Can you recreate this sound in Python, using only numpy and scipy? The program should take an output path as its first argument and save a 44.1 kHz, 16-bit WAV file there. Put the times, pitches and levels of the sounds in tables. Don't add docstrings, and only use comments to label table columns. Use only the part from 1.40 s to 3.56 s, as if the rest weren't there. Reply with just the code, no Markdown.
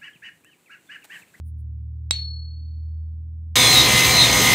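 import sys
import numpy as np
from scipy import signal
from scipy.fft import rfft, irfft, next_fast_len
from scipy.io import wavfile

SR = 44100
rng = np.random.default_rng(int(sys.argv[2]) if len(sys.argv) > 2 else 0)


def log_audio(samples):
    frames = np.atleast_2d(samples).T
    limited = np.clip(frames, -1, 1)
    pcm = np.round(limited * 32767).astype(np.int16)
    wavfile.write(sys.argv[1], SR, pcm)


N = 95079


# f/Hz, start level/dB, t60/s, left over right/dB, left lead/rad
CLACK_MODES = [(1760, -35, 0.013, -3, 5.84), (2200, -28.5, 0.032, -2, 1.2), (2629, -24.5, .028, -1, -0.6),
               (3330, -20.5, .025, -3, .5), (3870, -11, 0.036, -3.5, 0), (3980, -26, .08, -2, .5),
               (5400, -8, 0.0042, -1, 2.4), (7538, -14, .06, -2.5, -3), (9250, -28, 0.015, -6.5, -0.5)]
# f/Hz, level/dB
CRACK_SPECTRUM = [(150, -13), (300, -13), (550, -19.5), (850, -10), (1300, -17.5), (2200, 0.5), (4500, 4.5),
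                  (6000, 2), (7000, -3), (8500, -13), (10400, -17.5), (11500, -10), (12600, -11),
                  (13700, -26), (15000, -13), (16000, -18)]
RING_HZ = (4321.7, 4356.3, 9991)
RING_DB = (-31.5, -24.5, -51)
RING_T60_S = (.99, 0.95, 0.3)
# f/Hz, level/dB
ROOM_SPECTRUM = [(150, -13), (450, -17.5), (900, -14), (1300, -18.5), (2300, -6), (3200, -5.5),
                 (3600, -0.5), (3870, 10.5), (4150, 1), (4850, -12.5), (5600, -7.5), (7000, -13),
                 (7550, -4), (8100, -27.5), (9400, -13.5), (10500, -33), (11800, -24.5), (13000, -42.5),
                 (16000, -50.5)]
# f/Hz, t60/s
ROOM_T60 = [(200, 0.13), (1000, 0.25), (2000, .28), (3900, .3), (6000, .23), (12000, 0.15)]
# middle t/s, half length/s, peak level/dB
BRUSHES = [(0.078, 0.025, -63), (0.2, 0.02, -70.5)]
# f/Hz, level/dB
BRUSH_SPECTRUM = [(2500, -25.5), (4000, -18), (6200, -19), (7700, -24.5), (9400, 5), (12500, -10),
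                  (13700, -18.5), (15300, 4), (16000, -10.5)]
# t/s, f/Hz (turns per second)
HUM_SPEED = [(0, 39.7), (.3, 37.8), (.65, 38.9), (1.0, 39.2), (1.4, 39.5), (1.8, 39.8), (2.15, 40.5)]
# t/s, second partial level/dB, third partial level/dB
HUM_LEVEL = [(0, -33.5, -46.5), (.25, -32.5, -40), (.55, -33, -40.5), (.9, -31, -41.5), (1.151, -33, -46),
             (1.45, -29.5, -48), (1.6, -29.5, -52.5), (1.85, -33, -47.5), (2.15, -32, -52.5)]
# multiple of the turning speed, level/dB
HUM_UPPER = [(4, -59), (5, -67)]
# f/Hz, level/dB
FLOOR_SPECTRUM = [(25, -5.5), (40, -7), (56, 3.5), (100, 6.5), (140, -3), (188, 3.5), (220, -6.5),
                  (262, -1), (350, -14.5), (480, -32.5), (900, -38.5), (1500, -42), (4000, -44.5),
                  (8000, -54), (12000, -49.5), (14000, -59.5), (16000, -61.5)]
# f/Hz, side against mid level/dB
FLOOR_SIDE = [(30, -17), (100, -18.5), (200, -17), (400, -8), (800, 0.5), (3000, -1.5), (8000, -4),
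              (15000, -7.5)]

TAP_S = .709
CRACK_DB, PULSE_DB, CRACK_PAN_DB = -15, -2, 0
CRACK_DECAY_S = 0.0024
PORT_LAG_S = 0.00021
RING_START, RING_BUILD_S = 0.18, 0.033
RING_PAN_DB, RING_LEAD_RAD = 3, .4
ROOM_DB, ROOM_WIDTH, ROOM_BUILD_S = -26.5, 0.94, 0.0094
HUM_LAG_S, HUM_PAN_DB = .00013, -0.54
FLOOR_DB = -56
TOP_HZ = 15900


def clack(age):
    modes = 0
    for hz, db, t60, side, lead in CLACK_MODES:
        phase = 2 * np.pi * hz * age + np.array([[lead], [0]])
        modes = modes + pan(side) * undb(db) * fade(age, t60) * np.sin(phase)
    decay = (age > 0) * np.exp(-np.maximum(age, 0) / CRACK_DECAY_S)
    crack = undb(CRACK_DB) * rng.standard_normal(N) * decay
    crack[np.argmax(age > 0)] += undb(PULSE_DB)
    ports = np.array([crack, np.roll(crack, int(PORT_LAG_S * SR))])
    return modes + pan(CRACK_PAN_DB) * colour(ports, CRACK_SPECTRUM)


def ring(age):
    swell = 1 - (1 - RING_START) * np.exp(-np.maximum(age, 0) / RING_BUILD_S)
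    lead = np.array([[RING_LEAD_RAD], [0]])
    modes = 0
    for hz, db, t60 in zip(RING_HZ, RING_DB, RING_T60_S):
        modes = modes + undb(db) * fade(age, t60) * np.sin(2 * np.pi * hz * age + lead)
    return pan(RING_PAN_DB) * swell * modes


def room(age):
    size = next_fast_len(N, True)
    spectrum = rfft(colour(stereo_noise(ROOM_WIDTH), ROOM_SPECTRUM), size)
    log_hz = np.log(np.maximum(np.arange(spectrum.shape[1]) * SR / size, 1))
    centres, t60s = np.array(ROOM_T60).T
    tail = 0
    for share, t60 in zip(np.eye(len(centres)), t60s):
        band_gain = np.interp(log_hz, np.log(centres), share)
        band = irfft(spectrum * band_gain, size)[:, :N]
        tail = tail + band * fade(age, t60)
    build = 1 - np.exp(-np.maximum(age, 0) / ROOM_BUILD_S)
    return undb(ROOM_DB) * build * tail


def fingers(t):
    swell = sum(undb(db) * np.exp(-((t - middle) / half) ** 2) for middle, half, db in BRUSHES)
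    return swell * colour(stereo_noise(width=0.95), BRUSH_SPECTRUM)


def hum(t):
    speed = np.interp(t, *np.array(HUM_SPEED).T)
    lag = np.array([[HUM_LAG_S], [0]])
    turn = 2 * np.pi * (np.cumsum(speed) / SR - speed * lag)
    times, second, third = np.array(HUM_LEVEL).T
    main = [(2, np.interp(t, times, second)), (3, np.interp(t, times, third))]
    partials = 0
    for multiple, db in main + list(HUM_UPPER):
        phase = round(multiple) * turn + 2 * np.pi * rng.random()
        partials = partials + np.sqrt(2) * undb(db) * np.sin(phase)
    return pan(HUM_PAN_DB) * partials


def background():
    size = next_fast_len(N, True)
    mid, side = colour(rng.standard_normal((2, N)), FLOOR_SPECTRUM)
    side_gain = undb(at_hz(FLOOR_SIDE, np.arange(size // 2 + 1) * SR / size))
    side = irfft(rfft(side, size) * side_gain, size)[:N]
    return undb(FLOOR_DB) * np.array([mid + side, mid - side])


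def undb(db):
    return 10 ** (np.asarray(db) / 20)


def pan(db):
    return undb(np.array([[db], [-db]]) / 2)


def fade(age, t60):
    return (age > 0) * np.exp(-np.log(1000) * np.maximum(age, 0) / t60)


def stereo_noise(width):
    mid, side = rng.standard_normal((2, N))
    return np.array([mid + width * side, mid - width * side]) / np.sqrt(1 + width ** 2)


def at_hz(table, hz):
    f, value = np.array(table).T
    return np.interp(np.log(np.maximum(hz, 1)), np.log(f), value)


def colour(x, table, size=4096):
    gain = undb(at_hz(table, np.arange(size + 1) * SR / (2 * size)))
    cepstrum = irfft(np.log(gain / np.sqrt(np.mean(gain ** 2))))
    cepstrum[1:size] *= 2
    cepstrum[size + 1:] = 0
    response = irfft(np.exp(rfft(cepstrum)))[None, :size]
    return signal.oaconvolve(x, response, axes=-1)[:, :N]


def scene():
    t = np.arange(N) / SR
    age = t - TAP_S
    return clack(age) + ring(age) + room(age) + fingers(t) + hum(t) + background()


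def record(dry):
    low_pass = signal.ellip(10, .1, 80, TOP_HZ, fs=SR, output="sos")
    return signal.sosfilt(low_pass, dry)


dry = scene()
out = record(dry)
log_audio(out)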